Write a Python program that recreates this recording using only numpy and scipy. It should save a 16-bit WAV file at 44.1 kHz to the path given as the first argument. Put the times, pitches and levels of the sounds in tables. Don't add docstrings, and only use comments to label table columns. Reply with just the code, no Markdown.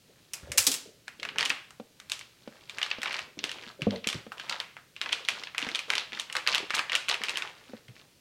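import sys
import numpy as np
from scipy import signal
from scipy.fft import rfft, irfft
from scipy.io import wavfile

SR = 44100
rng = np.random.default_rng(int(sys.argv[2]) if len(sys.argv) > 2 else 0)


def output_pcm(signal):
    pcm = np.clip(np.atleast_2d(signal).T, -1, 1) * 32767
    wavfile.write(sys.argv[1], SR, np.round(pcm).astype(np.int16))


N = 361752

# start_s, panel_ring_db, crack_db (both over 5 ms), panel_pitch_hz
CREASES = [(0.3341, -36.5, -31.5, 2460), (0.518, -33.5, -33, 2200), (0.575, -29, -21, 2980),
           (0.5795, -20, -14, 2530), (0.667, -22, -16, 3840), (0.716, -30.5, -26.5, 3580),
           (0.74, -32, -29.5, 2980), (1.08, -36.5, -49, 2100), (1.198, -41, -57, 3200),
           (1.23, -30, -48, 2500), (1.2508, -31.5, -49, 1740), (1.2882, -32, -60, 2670),
           (1.359, -38, -64, 1740), (1.3837, -22, -35, 2640), (1.393, -30, -48, 2460),
           (1.4012, -32, -57, 2590), (1.408, -24.5, -39.5, 2630), (1.4277, -24.5, -44, 2820),
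           (1.4524, -30, -34, 3200), (1.4572, -25.5, -38, 3000), (1.4956, -36, -36.5, 2750),
           (1.5019, -20, -44, 2530), (1.706, -48.5, -53.5, 1450), (2, -45, -51, 1970),
           (2.0977, -38.5, -42, 2520), (2.118, -27, -32, 3370), (2.192, -42.5, -46.5, 4020),
           (2.211, -41.5, -61, 2820), (2.6958, -36, -48, 3130), (2.784, -31, -44.5, 2130),
           (2.8157, -28, -51, 2160), (2.8286, -23, -40.5, 3500), (2.8629, -35, -52, 1960),
           (2.903, -39, -51, 3400), (2.913, -24, -58, 2660), (3.0172, -34.5, -47, 2970),
           (3.031, -28, -39.5, 2010), (3.0579, -27.5, -59, 1970), (3.0796, -33.5, -65, 2060),
           (3.109, -32, -64, 2340), (3.1281, -36, -45.5, 2930), (3.142, -29, -51, 2400),
           (3.169, -47, -56, 1990), (3.1909, -30.5, -47, 2300), (3.3901, -34, -63, 3740),
           (3.44, -25, -37, 3220), (3.493, -33, -52, 3070), (3.5148, -33.5, -45, 3080),
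           (3.819, -28.5, -48, 2730), (3.9078, -34.5, -57, 3240), (3.959, -38, -65, 3700),
           (4.0422, -33.5, -58, 2370), (4.0719, -25.5, -30.5, 3270), (4.0875, -27.5, -37, 3000),
           (4.1, -33, -43, 3770), (4.128, -30.5, -43.5, 2130), (4.3188, -35.5, -67, 1300),
           (4.3972, -36, -52, 2700), (4.4957, -28.5, -40, 4160), (4.6008, -28, -43.5, 2450),
           (4.767, -40, -65, 1850), (4.9639, -39, -60, 2890), (5.0142, -25.5, -42, 2550),
           (5.0597, -32, -71, 2160), (5.092, -33.5, -71, 2360), (5.1234, -29.5, -50, 3000),
           (5.1275, -20.5, -37, 3050), (5.2498, -37.5, -53, 3900), (5.286, -19.5, -33, 3030),
           (5.4357, -34, -50.5, 4060), (5.471, -35.5, -66, 2440), (5.547, -34.5, -58, 2110),
           (5.5804, -24, -36.5, 2400), (5.617, -34, -49, 2200), (5.6261, -28.5, -54, 3280),
           (5.647, -36, -54, 2130), (5.6882, -30.5, -48, 2570), (5.7482, -25, -43, 3380),
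           (5.7558, -26.5, -41, 3400), (5.791, -28.5, -42, 2900), (5.9023, -20.5, -36, 2400),
           (5.9205, -46, -48, 3000), (5.9353, -25, -47, 2450), (5.953, -27.5, -38.5, 3700),
           (5.9803, -23.5, -39.5, 3500), (6.131, -34, -76, 2430), (6.1735, -36, -60, 1940),
           (6.197, -28, -36, 3200), (6.2986, -36, -59, 2220), (6.326, -35, -40, 2760),
           (6.3525, -27, -43, 1540), (6.3657, -25.5, -37, 2600), (6.465, -29, -58, 2260),
           (6.474, -18.5, -33, 2600), (6.507, -43, -58, 2710), (6.5417, -27.5, -56, 2770),
           (6.547, -20, -34, 3180), (6.5545, -24.5, -39, 2900), (6.5796, -26, -41, 2780),
           (6.698, -39, -60, 3060), (6.705, -26, -44.5, 2280), (6.7433, -31, -45, 2720),
           (6.7499, -30.5, -31, 2420), (6.7794, -28, -52, 2540), (6.7862, -29, -45, 2410),
           (6.7924, -22.5, -40, 1800), (6.896, -28.5, -55, 2780), (6.919, -25.5, -43, 2300),
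           (6.9309, -28.5, -50, 2290), (6.9518, -19.5, -30, 2900), (6.9607, -29, -40, 2740),
           (7.0841, -25.5, -46, 2600), (7.0902, -28.5, -32.5, 2980), (7.0963, -31, -54, 2280),
           (7.142, -25.5, -42.5, 2330), (7.2166, -33, -60, 1740), (7.236, -27, -37.5, 2700),
           (7.284, -27.5, -47, 2580), (7.294, -27.5, -37.5, 2430), (7.3566, -30.5, -55, 2820),
           (7.3717, -27, -35.5, 2130), (7.4215, -28, -50, 2180), (7.8822, -49.5, -66, 2370)]
# frequency_hz, relative_level_db
FILM_COLOUR = [(150, 1.5), (800, 0.5), (1200, 2), (1900, 0), (2800, 2), (4200, -3), (6000, -10.5),
               (12000, -49.5)]
# frequency_hz, relative_level_db
CRACK_COLOUR = [(2000, -42), (3800, -5), (5200, 3.5), (8000, 3.5), (11000, -1), (15500, -6)]
CREEP_S, CREEP_DB = 0.006, -21
FACET_DB = 4.5


def snaps(panel_q=3.0, ragged=1.0, rise_s=0.00066, buckle_db=0, room_q=1.66, size=2048):
    out = np.zeros((2, N + size))
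    t = np.arange(size) / SR
    film, crack = response(FILM_COLOUR), response(CRACK_COLOUR)
    for start_s, panel_db, crack_db, hz in CREASES:
        taut = tautness(panel_db, crack_db)
        run_s = 0.00086 + 0.0063 * taut
        reach_hz = min(9500 + 9000 * taut ** 2, SR * .45)
        panel = unit(resonate(film, hz, panel_q)) + undb(FACET_DB) * (1 - taut) * facets(film, hz)
        ring = unit(panel) * undb(panel_db)
        edge = unit(signal.lfilter(*signal.butter(2, reach_hz, fs=SR), crack)) * undb(crack_db)

        push, scatter = rng.standard_normal((2, size))
        run = np.exp(ragged * scatter - (t / run_s) ** 0.66)
        slips = unit(push * run * (1 - np.exp(-t / rise_s)))
        slips[int(rise_s * SR)] += undb(buckle_db) * (1 - taut)

        i = int(start_s * SR)
        for part in (ring, edge):
            out[0, i:i + size] += unit(convolve(slips, part)) * np.sqrt(np.sum(part ** 2))
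        out[1, i:i + size] += unit(resonate(film, hz, room_q)) * undb(panel_db) + edge

        early = i - int(CREEP_S * (.5 + rng.random()) * SR)
        out[:, early:early + size] += undb(panel_db + CREEP_DB) * (1 - taut) * facets(film, hz)
    return np.sqrt(.005 * SR) * out[:, :N]


def tautness(panel_db, crack_db):
    return np.clip((crack_db - panel_db + 5.0) / 16, 0, 1)


def facets(film, hz, count=4, q=10.7, spread_octaves=0.456):
    pitches = hz * 2 ** (spread_octaves * rng.standard_normal(count))
    return unit(sum(resonate(film, pitch, q) for pitch in pitches))


# start_s, length_s, effort_db
SQUEEZE_ROWS = [(0.34, 0.17, -60), (1.39, 0.048, -39), (2.49, 0.2, -62), (2.72, 0.074, -50.5),
                (3.04, 0.16, -41), (3.43, 0.28, -49.5), (4.07, 0.083, -43.5), (4.37, 0.13, -46.5),
                (4.49, 0.054, -38.5), (5.02, 0.19, -44), (5.3, 0.13, -45), (5.6, 0.13, -41),
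                (5.88, 0.12, -38), (6.12, 0.079, -40.5), (6.35, 0.042, -38), (6.47, 0.096, -34),
                (6.735, 0.035, -29), (6.92, 0.024, -33.5), (7.09, 0.023, -29.5), (7.24, 0.25, -44),
                (7.55, 0.23, -59), (7.95, 0.06, -60)]
SQUEEZE_ATTACK_S, SQUEEZE_T60_S = 0.0018, 0.14


def squeezing():
    return strokes(SQUEEZE_ROWS, SQUEEZE_ATTACK_S, SQUEEZE_T60_S) + stir()


def stir(resting_db=-76.5, spread_db=5.5, pace_s=0.19):
    times = np.arange(0, N / SR, max(pace_s, .02))
    wander = np.interp(np.arange(N) / SR, times, rng.standard_normal(len(times)))
    return undb(resting_db + spread_db * wander)


# frequency_hz, relative_level_db
WRINKLE_COLOUR = [(200, -12.5), (600, 5), (1100, 2.5), (2700, 3), (4200, 1.5), (6500, -3.5), (15500, -26)]


def wrinkles(effort, crackle_db=-2, rub_db=-29, rub_slope=0.57, count=8, q=3.5):
    colour = response(WRINKLE_COLOUR)
    pitches = np.geomspace(950, 4500, count)
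    pops = sum(resonate(grains(34, 6.5, 14.1), hz, q) for hz in pitches)
    pops = unit(convolve(pops, colour)) * np.sqrt(N)
    rub = convolve(grains(4000, 0.94, 7.2), colour)
    return undb(crackle_db) * (pops * effort + undb(rub_db) * rub * effort ** rub_slope)


# start_s, length_s, level_db
TUG_ROWS = [(0.578, 0.07, -36), (0.7, 0.055, -39)]
TUG_ATTACK_S, TUG_T60_S = 0.008, 0.085


def tear():
    breaks = convolve(grains(1900, 12, 28), response(CRACK_COLOUR))
    return breaks * strokes(TUG_ROWS, TUG_ATTACK_S, TUG_T60_S)


# start_s, level_db, pitch_hz, fade_by_60_db_s
FLOP_ROWS = [(0.429, -41, 68, 0.22), (0.495, -37, 75, 0.13), (0.587, -39, 85, 0.12), (0.671, -33, 272, 0.2),
             (1.498, -35.5, 173, 0.034), (3.37, -42, 276, 0.14), (3.438, -36, 267, 0.066),
             (3.554, -47, 263, 0.13), (3.668, -36, 192, 0.032), (3.816, -31.5, 150, 0.12),
             (4.146, -26, 108, 0.084), (5.626, -35, 258, 0.065), (6.602, -28, 335, 0.023),
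             (6.627, -37, 292, 0.072), (7.887, -40, 115, 0.08)]
# start_s, length_s, level_db
GRIP_ROWS = [(0.08, 0.042, -64.5), (0.42, 0.18, -55.5), (0.83, 0.071, -57), (1.18, 0.35, -56),
             (3.2, 0.068, -56), (3.41, 0.017, -50), (3.775, 0.04, -50.5)]
GRIP_ATTACK_S, GRIP_T60_S = 0.013, 0.23
# frequency_hz, relative_level_db
RUSTLE_COLOUR = [(25, -41), (60, -12), (100, -10.5), (280, -6), (520, -1), (800, -12.5), (1600, -57)]
SQUEEZE_RUSTLE_DB, RUSTLE_SLOPE = -30.5, 0.66


def hands(effort, flutter=0.77, droop=0.3, droop_s=0.0062, length_s=0.62, count=7):
    t = np.arange(int(length_s * SR)) / SR
    out = np.zeros(N + len(t))
    clock = t + droop * droop_s * (1 - np.exp(-t / droop_s))
    for start_s, db, hz, t60 in FLOP_ROWS:
        noise = resonate(rng.standard_normal(len(t)), hz, 0.69)
        wobble = unit(resonate(noise, hz, 0.69)) * np.sqrt(len(t))
        note = np.sin(2 * np.pi * hz * clock) + flutter * wobble
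        i = int(start_s * SR)
        out[i:i + len(t)] += undb(db) * note * fade(t, t60) * (1 - np.exp(-t / 0.0021))
    flops = signal.lfilter(*signal.butter(2, 50, "high", fs=SR), out[:N])

    folds = sum(resonate(grains(35, 9.3, 14), hz, 3.1) for hz in np.geomspace(80, 560, count))
    rustle = unit(convolve(folds, response(RUSTLE_COLOUR))) * np.sqrt(N)
    moving = undb(SQUEEZE_RUSTLE_DB) * effort ** RUSTLE_SLOPE
    moving = moving + strokes(GRIP_ROWS, GRIP_ATTACK_S, GRIP_T60_S)
    return flops + rustle * moving


# start_s, ring_level_db (over the first 20 ms), contact_ms,
# ring_time_factor (no unit), pitch_factor (no unit, for the place struck)
BLOW_ROWS = [(1.7985, -40.5, 0.35, 0.5, 1.09), (2.4756, -41.5, 0.3, 0.23, 1.13),
             (2.984, -45, 0.18, 0.32, 1.2), (3.8685, -20, 2.6, 1, 1.04), (4.069, -37, 1.2, 0.32, 1.02),
             (4.266, -44, 0.31, 0.49, 1.08), (5.667, -40, 0.15, 0.24, 1.19),
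             (7.209, -47.5, 0.3, 0.33, 1.06), (7.694, -51, 4.2, 0.38, 1.27),
             (7.7346, -40.5, 0.54, 0.35, 1.1)]
# pitch_hz, relative_level_db, fade_by_60_db_s
BOWL_MODES = [(106, -10.5, 0.24), (206.6, 3.5, 0.2), (258, -5.5, 0.26), (458.6, 6.5, 0.075),
              (520, 0.5, 0.086), (660, 2.5, 0.044), (1080, -2, 0.032), (1270, -17, 0.076)]


def bowl(length_s=.5, tick_db=-24, sag=14):
    t = np.arange(int(length_s * SR)) / SR
    out = np.zeros(N + len(t))
    grip = .45 + .55 * np.exp(-(t / .016) ** 3)
    for start_s, db, contact_ms, ring, pitch in BLOW_ROWS:
        clock = pitch * np.cumsum(1 / (1 + sag * undb(db) * t)) / SR
        blow = 0
        for hz, mode_db, t60 in BOWL_MODES:
            direction = np.sign(350 - hz)
            push = direction * undb(mode_db) / (1 + (hz * contact_ms / 1000) ** 2)
            swell = 1 - np.exp(-t * hz)
            blow = blow + push * swell * grip * fade(t, t60 * ring) * np.sin(2 * np.pi * hz * clock)
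        tick = convolve(rng.standard_normal(len(t)) * fade(t, 0.042), response(FILM_COLOUR))
        tick = tick * undb(tick_db) / contact_ms ** 2
        i = int(start_s * SR)
        out[i:i + len(t)] += undb(db) * (blow / np.std(blow[:SR // 50]) + tick)
    return out[:N]


# time_s, pitch_hz, level_db
WAVER_PATH = [(3.911, 484, -60), (3.921, 530, -40), (3.932, 550, -41), (3.944, 610, -38), (3.958, 459, -42),
              (3.995, 453, -55)]


def waver(rough=0.71):
    time_s, hz, db = np.transpose(WAVER_PATH)
    t = np.arange(N) / SR
    tone = np.sqrt(2) * np.sin(2 * np.pi * np.cumsum(np.interp(t, time_s, hz)) / SR)
    flutter = unit(resonate(rng.standard_normal(N), 70, 0.71)) * np.sqrt(N)
    level = np.interp(t, time_s, undb(db), left=0, right=0)
    return tone * (1 + rough * flutter) * level


# frequency_hz, relative_level_db
ECHO_COLOUR = [(100, -8.5), (500, 4.5), (3000, -4), (7000, -2), (15000, -4)]


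def kitchen(x, near_db=-7.0, near_t60=0.084, far_db=-9.0, far_t60=0.43, treble_t60=0.31, length_s=.6, size=6144):
    t = np.arange(int(length_s * SR)) / SR
    out = np.zeros(N + 2 * size + len(t))
    close = fade(t, near_t60) * (t > .0018)
    tail, treble_tail = fade(t, far_t60), fade(t, treble_t60)
    lowpass, highpass = (signal.butter(2, 5000, kind, fs=SR) for kind in ("low", "high"))
    for i in range(0, N, size):
        early, low, high = rng.standard_normal((3, len(t)))
        near = unit(early * (rng.random(len(t)) < .04) * close)
        far = signal.lfilter(*lowpass, low) * tail + signal.lfilter(*highpass, high) * treble_tail
        far = unit(far * np.clip(t / 0.014, 0, 1))
        room = undb(near_db) * near + undb(far_db) * far
        echoes = signal.fftconvolve(x[i:i + size], room)
        out[i:i + len(echoes)] += echoes
    return 1.085 * convolve(out[:N], response(ECHO_COLOUR))


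# frequency_hz, relative_level_db
AIR_COLOUR = [(30, -18.5), (130, -3), (580, -15), (850, -26.5), (2500, -19), (4100, -17.5), (15000, -28.5)]


def room_noise(level_db=-62.5):
    return convolve(rng.standard_normal(N), response(AIR_COLOUR)) * undb(level_db)


def undb(db):
    return 10 ** (np.asarray(db) / 20)


def unit(x):
    return x / np.sqrt(np.sum(x ** 2) + 1e-20)


def fade(t, t60):
    return np.exp(-np.log(1000) * t / t60)


def strokes(rows, attack_s, release_t60):
    t = np.arange(N) / SR
    gain = 0
    for start_s, length_s, db in rows:
        rise = np.clip((t - start_s) / attack_s, 0, 1)
        gain = gain + undb(db) * rise * fade(np.maximum(t - start_s - length_s, 0), release_t60)
    return gain


def grains(per_s, spread_db, ceiling_db):
    chance, size, sign = rng.random(N), rng.exponential(size=N), rng.choice([-1, 1], N)
    clicks = (chance < per_s / SR) * sign * undb(np.minimum(spread_db * size, ceiling_db))
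    return unit(clicks) * np.sqrt(N)


def resonate(x, hz, q):
    hz = min(hz, SR / 4)
    return signal.lfilter(*signal.iirpeak(hz, max(q, .5), fs=SR), x)


def response(points, size=2048):
    hz, db = np.transpose(points)
    bins_hz = np.arange(size // 2 + 1) * SR / size
    log_gain = np.log(undb(np.interp(np.log(bins_hz + 1), np.log(hz), db)))
    cepstrum = irfft(log_gain)
    cepstrum[1:size // 2] *= 2
    cepstrum[size // 2 + 1:] = 0
    return unit(irfft(np.exp(rfft(cepstrum))))


def convolve(x, h):
    return signal.fftconvolve(x, h)[:len(x)]


def scene(bowl_room_db=-12, hands_room_db=-6, crackle_room_db=-3):
    direct, spread = snaps()
    effort = squeezing()
    crackle = wrinkles(effort) + tear()
    handling = hands(effort)
    blows = bowl() + waver()
    to_room = spread + undb(crackle_room_db) * crackle
    to_room = to_room + undb(bowl_room_db) * blows + undb(hands_room_db) * handling
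    mono = direct + crackle + blows + handling + kitchen(to_room) + room_noise()
    return np.array([mono, mono])


def record(dry, top_hz=15900):
    rounded = np.tanh(dry)
    return signal.sosfilt(signal.ellip(8, .2, 80, top_hz, fs=SR, output="sos"), rounded)


dry = scene()
out = record(dry)
output_pcm(out)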